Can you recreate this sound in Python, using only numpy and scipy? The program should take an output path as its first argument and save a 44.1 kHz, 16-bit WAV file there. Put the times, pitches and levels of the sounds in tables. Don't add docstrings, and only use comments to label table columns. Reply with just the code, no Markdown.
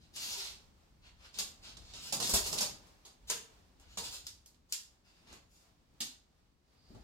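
import sys
import numpy as np
from scipy import signal
from scipy.fft import rfft, irfft, next_fast_len
from scipy.io import wavfile
from scipy.ndimage import uniform_filter1d

SR = 44100
rng = np.random.default_rng(int(sys.argv[2]) if len(sys.argv) > 2 else 0)


def output_pcm(signal):
    pcm = np.clip(np.atleast_2d(signal).T, -1, 1) * 32767
    wavfile.write(sys.argv[1], SR, np.round(pcm).astype(np.int16))


def natural_amplitude(level_db):
    exponent = np.asarray(level_db, float) / 20
    return 10 ** exponent


N = 310023
SIZE = 32768

# (frequency [Hz], t60 [s])
ROOM_DECAY = [(150, 0.12), (400, 0.45), (1000, 0.44), (2500, 0.35), (5000, 0.37), (8000, 0.24),
              (13000, 0.3)]
# (frequency [Hz], left minus right [dB])
PORT_BALANCE = [(60, 0.5), (110, 5.5), (200, 0.5), (380, 2), (700, -1), (1290, 3), (2380, -1), (4400, -2.5),
                (8120, -1), (15000, 5.5)]
# (frequency [Hz], width [Hz], depth [dB])
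CASE_DIP = (9900, 670, -6.5)
# (frequency [Hz], level [dB per Hz])
HUSH_COLOUR = [(100, -1), (200, -22), (400, -15), (800, -13.5), (1600, -20), (3200, -22), (4700, -21.5),
               (6500, -25.5), (9000, -29.5), (16000, -39)]
# (time [s], level [dB])
BACKGROUND = [(0, 4), (.6, 3.5), (1.1, 0.5), (1.6, 7), (2.899, 4.5), (3.7, 6), (4.34, -2.5), (5.07, -2.5),
              (5.301, 2.1), (5.8, 0.5), (6.601, -4), (7.03, 7)]
# (time [s], length [s], deep level [dB], upper body level [dB])
STEPS = [(0.018, 0.057, -72, -75), (0.146, .04, -77, -84), (0.26, 0.076, -68, -68.5),
         (0.592, 0.18, -68, -78), (1.176, 0.15, -67.5, -91), (1.415, 0.048, -72, -64),
         (1.49, .04, -77, -76), (1.618, 0.033, -64, -80), (1.68, 0.034, -85, -70),
         (1.81, 0.074, -59.5, -69), (1.986, 0.065, -61, -67.5), (2.15, 0.035, -72, -69),
         (2.254, 0.1, -69, -51), (2.364, 0.03, -50, -48), (2.44, 0.043, -49.5, -75.5),
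         (2.505, 0.037, -68, -63), (2.578, 0.12, -71, -56), (2.704, 0.16, -70, -70), (3.26, .04, -70, -95),
         (3.355, 0.046, -85, -64.5), (3.89, 0.062, -68, -91), (4.02, 0.061, -66, -67),
         (4.09, 0.04, -64, -73), (4.265, 0.087, -70, -81), (5.328, 0.043, -68, -65.5),
         (6.064, 0.025, -87, -69), (6.96, 0.037, -58.5, -54.5), (7.015, 0.025, -59, -86)]
# (frequency [Hz], level [dB], t60 [s])
TUBE_MODES = [(2800, -2, .02), (3600, -3, .02), (4110, -2, .05), (4550, 0, .025), (5150, 0, .02),
              (6650, 1, .025), (6950, 1, .025), (7500, -1, .025), (8800, -3, .02), (10700, 0, .02),
              (12600, -2, .02), (13500, -4, .02)]
# (frequency [Hz], level [dB per Hz])
POLE_COLOUR = [(88, -53), (150, -22.5), (201, -1), (270, -16), (398, -1), (745, -2), (837, 0), (2100, -4),
               (4000, -1), (7040, -1), (9820, -4), (12400, -9), (16000, -21)]
# (frequency [Hz], level [dB per Hz])
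CLOTH_COLOUR = [(88, -34.5), (150, -20.5), (334, -15), (376, -13.5), (702, -9), (941, -7.5), (1100, -8.5),
                (1420, -4), (1830, -6.5), (2760, -1.5), (4490, 0), (12400, -18), (16000, -28)]
# (start [s], rise [s], fall [s], level [dB], brightness [dB])
SWEEPS = [
    (0, 0.0019, 0.086, -68, -24),
    (0.123, 0.046, .13, -49, -8),
    (.17, 0.11, 0.117, -46, -8),
    (.25, 0.14, 0.18, -46, -15),
]
RUBS = [
    (1.0, 0.056, 0.056, -63.5, -20),
    (1.149, 0.09, 0.05, -60.5, -17),
    (3.72, 0.12, 0.23, -70, -25),
    (5.03, 0.029, 0.28, -70.5, -11.5),
    (5.25, 0.035, 0.1, -59, -16.5),
    (5.45, 0.12, 0.11, -78.5, 5.5),
]
SCRAPES = [(1.315, 0.052, .04, -50.5, -15), (1.598, 0.057, .08, -51, -24.5),
           (1.78, 0.073, 0.24, -58.5, -27), (1.935, 0.038, 0.084, -53.5, -14.5),
           (1.98, 0.057, 0.12, -50, -8), (3.267, .016, 0.042, -52, -6), (3.83, 0.17, 0.075, -62.5, -11.5),
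           (4.022, 0.026, 0.054, -47.5, -6.5), (4.08, 0.058, 0.036, -48.5, -6),
           (4.224, .04, 0.0053, -59, -8.5), (4.68, .04, 0.0037, -58.5, -4.5)]
SLITHERS = [
    (2.21, 0.033, .1, -41.5, -2.5),
    (2.269, 0.11, .006, -42, -7),
    (2.42, 0.019, 0.11, -46.5, -4.5),
    (2.519, 0.0072, 0.042, -46, 1),
    (2.57, .01, 0.0044, -38, -3),
    (2.82, .003, 0.037, -67, -32),
]
WHISPERS = [
    (6.55, 0.37, .8, -76, -20),
]
# (dull cloth share [dB], favoured [Hz], width [Hz], peak [dB], left minus right [dB])
SURFACES = [
    (-14.5, 7200, 940, -1.5, 4.5),
    (-4, 2300, 2000, 7.5, 5.5),
    (-10.5, 13000, 1500, 1.5, 2.5),
    (-9.5, 8100, 2400, 1.5, 4.5),
    (-12.5, 4700, 800, 17, -1),
]
# (time [s], peak [dB], knock on floor or wall [dB], brightness [dB], left minus right [dB])
SNAPS = [
    (0.1626, -34, -20, -16, 12),
    (1.3443, -41, -41, -38, -9.5),
    (1.3882, -21, -25, -15, 7),
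    (1.938, -35.5, -19, -52, -10),
    (3.053, -41.5, -15.5, -16, -1),
    (3.9753, -25, -15.5, -15.5, -2),
    (6.0064, -22.5, -33.5, -15.5, -1),
]
# (time [s], peak [dB], knock [dB], brightness [dB], left minus right [dB])
TICKS = [
    (1.772, -36, -17, -33, -5.5),
    (4.269, -28.5, -29.5, -14.5, 4),
    (4.462, -45.5, -28, -5, -1),
    (4.726, -19, -37, -11, 3.5),
]
# (time [s], peak [dB], knock [dB], brightness [dB], left minus right [dB])
CLACKS = [
    (3.302, -18.5, -21.5, -13, 2),
    (3.8003, -55, -7.5, -8, -2),
    (4.5473, -61.5, -10, -26.5, -19),
    (5.2744, -51, -10, -33, 0.5),
    (5.3296, -45, -7, -12, -6.5),
    (6.95, -54.5, 3.5, -24, 2.5),
]
# (time [s], peak [dB], knock [dB], brightness [dB], left minus right [dB])
RATTLE = [(2.1259, -21.5, -14.5, -8.5, -5.5), (2.2023, -23.5, -11, -13, -8.5),
          (2.2252, -21, -29.5, -17.5, -2), (2.2956, -24, -13, -4.5, 2.5), (2.3382, -16.5, -14, -5, -2),
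          (2.35, -20, -18, -11, -2.5), (2.4638, -27.5, -12.5, -7, -5), (2.529, -26, -9.5, -12, -12),
          (2.586, -22.5, -27.5, -18.5, -14.5), (2.609, -17.5, -17, -12.5, -4.5),
          (2.8684, -58.5, -5.5, -10, 6.5)]
# (chatter [ms], room share [dB], low-middle ring [dB], band of a bright click [Hz])
CONTACTS = [
    (7.3, 6, -25, 6750),
    (6.1, 0, -26, 5360),
    (5.5, 3.5, -12.5, 6460),
    (8.9, 5.5, -28, 5200),
]
# (time [s], peak [dB], frequency [Hz], t60 [s])
KNOCKS = [(0.37, -54.5, 388, 0.25), (1.388, -56, 190, 0.14), (2.126, -39.5, 210, 0.052),
          (2.339, -43, 418, 0.047), (2.5, -48, 154, 0.14), (2.609, -43.5, 209, 0.27),
          (3.051, -73, 203, 0.24), (3.303, -43, 458, 0.11), (3.976, -44.5, 178, 0.24),
          (5.308, -64, 374, 0.11), (6.006, -40, 247.4, 0.041), (6.905, -40.5, 230, 0.032)]
# (time [s], peak [dB], frequency [Hz], t60 [s])
PIPES = [
    (0.299, -54.5, 952, 0.13),
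    (0.359, -49.5, 950, 0.085),
    (0.419, -65, 940, 0.096),
    (2.126, -36, 813, 0.039),
    (2.338, -36.5, 650, 0.051),
    (2.531, -66, 600, 0.077),
    (3.054, -60, 930, 0.055),
    (3.304, -58, 970, 0.044),
    (3.973, -37.5, 944, 0.024),
    (6.005, -55, 790, 0.16),
]


def on_log(table, hz):
    f, v = np.transpose(table)
    return np.interp(np.log(np.maximum(hz, 1)), np.log(np.maximum(f, 1)), v)


def unit(x):
    return x / np.sqrt(np.mean(np.abs(x) ** 2))


def shape(x, gain_at):
    size = next_fast_len(x.shape[-1])
    hz = np.arange(size // 2 + 1) * SR / size
    return irfft(rfft(x, size) * gain_at(hz), size)[..., :x.shape[-1]]


def lows(hz, edge_hz):
    return 1 / (1 + (hz / edge_hz) ** 4)


def bump(hz, peak_hz, width_hz, peak_db):
    return peak_db / (1 + (2 * (hz - peak_hz) / width_hz) ** 2)


def wide_noise(size):
    alike_hz = 394
    mid, side = rng.standard_normal((2, size))
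    mid = shape(mid, lambda hz: np.sqrt(1 + lows(hz, alike_hz)))
    side = shape(side, lambda hz: np.sqrt(1 - .82 * lows(hz, alike_hz)))
    return np.array([mid + side, mid - side]) / np.sqrt(2)


def walk(rate_hz):
    hold = int(SR / rate_hz)
    steps = np.repeat(rng.standard_normal(N // hold + 1), hold)
    return 1.3 * uniform_filter1d(uniform_filter1d(steps, hold), hold)[:N]


def background():
    return np.interp(np.arange(N) / SR, *np.transpose(BACKGROUND))


def echoes(count, build_s=0.0088, early_db=6, early_s=.009):
    t = np.arange(SIZE // 2) / SR
    noise = wide_noise(count * len(t))
    out = 0
    for centre_hz in 2 ** np.arange(6.5, 14.5):
        octave = lambda hz: np.cos(np.pi / 2 * np.clip(np.log2((hz + 1) / centre_hz), -1, 1)) ** 2
        band = shape(noise, octave).reshape(2, count, -1)
        out = out + band * natural_amplitude(-60 * t / on_log(ROOM_DECAY, centre_hz))
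    out = out * (1 - np.exp(-t / build_s)) * (1 + natural_amplitude(early_db) * np.exp(-t / early_s))
    return rfft(out / np.sqrt(np.mean(np.sum(out ** 2, -1))), SIZE)


def direct(pan_db, hz):
    lag = 8.3
    side = np.array([[1], [-1]])
    delay = lag * (side * np.tanh(pan_db / 3) - 1)
    return natural_amplitude(side * pan_db / 2) * np.exp(1j * np.pi * hz / SR * delay)


def ringing(hz, strikes):
    mode_hz, db, t60 = (column[:, None] for column in np.transpose(TUBE_MODES))
    mode_hz = mode_hz * (1 + .025 * strikes[::-1, None])
    width = np.log(1000) / t60 / (2 * np.pi) * 1.5
    strength = natural_amplitude(db + 5 * np.clip(strikes[:, None], -3, 1.2))
    return np.sum(strength * width / (width + 1j * (hz - mode_hz)), 0)


def hush():
    air = shape(wide_noise(N), lambda hz: natural_amplitude(on_log(HUSH_COLOUR, hz)) * (1 - lows(hz, 200)))
    return air * natural_amplitude(-49.5 + background() + 1.5 * walk(14))


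def shake():
    deep_rest_db, upper_rest_db = -72.5, -75
    thump_s, thump_db, thump_hz, thump_t60 = 2.338, -28, 62, .12
    t = np.arange(N) / SR
    coarse = t[::64]
    s, length, deep_db, upper_db = np.transpose(STEPS)
    lumps = np.exp(-((coarse - s[:, None]) / length[:, None]) ** 2)
    stir = 0.49 * background() + 0.89 * walk(12)
    deep_gain = natural_amplitude(deep_rest_db + stir) + np.interp(t, coarse, natural_amplitude(deep_db) @ lumps)
    upper_gain = natural_amplitude(upper_rest_db + stir) + np.interp(t, coarse, natural_amplitude(upper_db) @ lumps)
    deep = unit(shape(wide_noise(N), lambda hz: lows(hz, 75) * (1 - lows(hz, 33))))
    upper = unit(shape(wide_noise(N), lambda hz: lows(hz, 328) * (1 - lows(hz, 72))))
    age = np.maximum(t - thump_s, 0)
    thump = natural_amplitude(thump_db - 60 * age / thump_t60) * np.sin(2 * np.pi * thump_hz * age)
    return deep_gain * deep + upper_gain * upper + thump


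def swell(rise_s, fall_s):
    rise, fall = (np.sin(np.linspace(0, np.pi / 2, int(max(s, .002) * SR))) for s in (rise_s, fall_s))
    return np.r_[rise ** 2.2, fall[::-1] ** 1.1]


def slides(rooms, grit=1.6, wet_db=3, ring_db=-3, scale_db=-5):
    out = np.zeros((2, N + 2 * SIZE))
    hz = np.arange(SIZE + 1) * SR / SIZE / 2
    chance = rng.standard_normal((2, N + SIZE))
    patchy = natural_amplitude(2.4 * walk(40))
    grains = unit(chance[0] * np.abs(chance[1]) ** grit) * np.resize(patchy, N + SIZE)
    tables = (SWEEPS, RUBS, SCRAPES, SLITHERS, WHISPERS)
    strokes = [row + kind for rows, kind in zip(tables, SURFACES) for row in rows]
    strikes = rng.standard_normal((len(strokes), len(TUBE_MODES)))
    for k, stroke in enumerate(strokes):
        s, rise_s, fall_s, db, bright_db, dull_db, peak_hz, width_hz, peak_db, pan_db = stroke
        start = int(max(s, 0) * SR)
        press = swell(rise_s, fall_s)
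        surface = natural_amplitude(on_log(CLOTH_COLOUR, hz) + bump(hz, peak_hz, width_hz, peak_db))
        surface = surface * (1 + natural_amplitude(ring_db) * ringing(hz, strikes[k]))
        surface = surface / np.sqrt(np.mean(np.abs(surface) ** 2 * (hz > 2000) * (hz < 9000)))
        shares = lows(hz, 10000) - lows(hz, 2100)
        shares = shares + natural_amplitude(dull_db + 13) * lows(hz, 1300)
        shares = shares + natural_amplitude(bright_db + 15) * (1 - lows(hz, 6880))
        rub = rfft(grains[start:start + len(press)] * press * natural_amplitude(db + scale_db), 2 * SIZE) * shares
        room = rfft(irfft(rooms[:, k], SIZE), 2 * SIZE)
        heard = irfft(rub * surface * (direct(pan_db, hz) + natural_amplitude(wet_db) * room), 2 * SIZE)
        out[:, start:start + 2 * SIZE - 2048] += heard[:, :-2048]
    return out[:, :N]


def clicks(rooms, ring_db=-4, scale_db=-8, band_db=4):
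    out = np.zeros((2, N + SIZE))
    hz = np.arange(SIZE // 2 + 1) * SR / SIZE
    t = np.arange(2048) / SR
    low, middle, high = lows(hz, 1150), lows(hz, 2500) - lows(hz, 1150), 1 - lows(hz, 9000)
    tables = (SNAPS, TICKS, CLACKS, RATTLE)
    hits = sorted(row + kind for rows, kind in zip(tables, CONTACTS) for row in rows)
    for k, (s, db, knock_db, bright_db, pan_db, ms, wet_db, middle_db, bright_hz) in enumerate(hits):
        band_hz = bright_hz if bright_db > -15 else 3740
        chance = rng.standard_normal((3, len(t)))
        age = np.maximum(t - .003, 0) / (ms / 4000)
        chatter = chance[0] * np.abs(chance[1]) ** .6 * age ** 2 * np.exp(-age)
        tilt = 1 + (natural_amplitude(knock_db + 16) - 1) * low
        tilt = tilt + (natural_amplitude(middle_db + 12.0) - 1) * middle
        tilt = tilt + (natural_amplitude(bright_db + 13.5) - 1) * high
        body = natural_amplitude(on_log(POLE_COLOUR, hz) + bump(hz, band_hz, 1200, band_db)) * tilt
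        body = body * (1 + natural_amplitude(ring_db) * ringing(hz, chance[2, :len(TUBE_MODES)]))
        source = rfft(chatter / np.sqrt(np.sum(chatter ** 2)), SIZE)
        even = np.sqrt(uniform_filter1d(np.abs(source) ** 2, size=200))
        path = body * (direct(pan_db, hz) + natural_amplitude(wet_db) * rooms[:, k] / even)
        heard = natural_amplitude(db + 23 + scale_db) * irfft(source * path, SIZE)
        start = int((s - .0065) * SR)
        out[:, start:start + SIZE // 2] += heard[:, :SIZE // 2]
    return out[:, :N]


def knocks(rooms, wet_db=4, scale_db=-6):
    out = np.zeros((2, N + SIZE))
    t = np.arange(SIZE // 2) / SR
    for k, (s, db, hz, t60) in enumerate(list(KNOCKS) + list(PIPES)):
        mode = natural_amplitude(db + scale_db - 60 * t / max(t60, .01)) * np.sin(2 * np.pi * hz * t)
        heard = irfft(rfft(mode, SIZE) * (1 + natural_amplitude(wet_db) * rooms[:, k]), SIZE)
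        start = int(s * SR)
        out[:, start:start + SIZE] += heard
    return out[:, :N]


def scene():
    rooms = echoes(count=len(SNAPS) + len(TICKS) + len(CLACKS) + len(RATTLE))
    return hush() + shake() + slides(rooms[:, ::-1]) + clicks(rooms) + knocks(rooms)


def band_limit(x):
    return signal.sosfilt(signal.butter(12, 16470, fs=SR, output="sos"), x)


def record(dry):
    def response(hz):
        balance = np.array([[.5], [-.5]]) * on_log(PORT_BALANCE, hz)
        colour = bump(hz, *CASE_DIP) + bump(hz, 15500, 2500, 3)
        return natural_amplitude(balance + colour) * (hz < 15870)

    return band_limit(shape(dry, response))


dry = scene()
out = record(dry)
output_pcm(out)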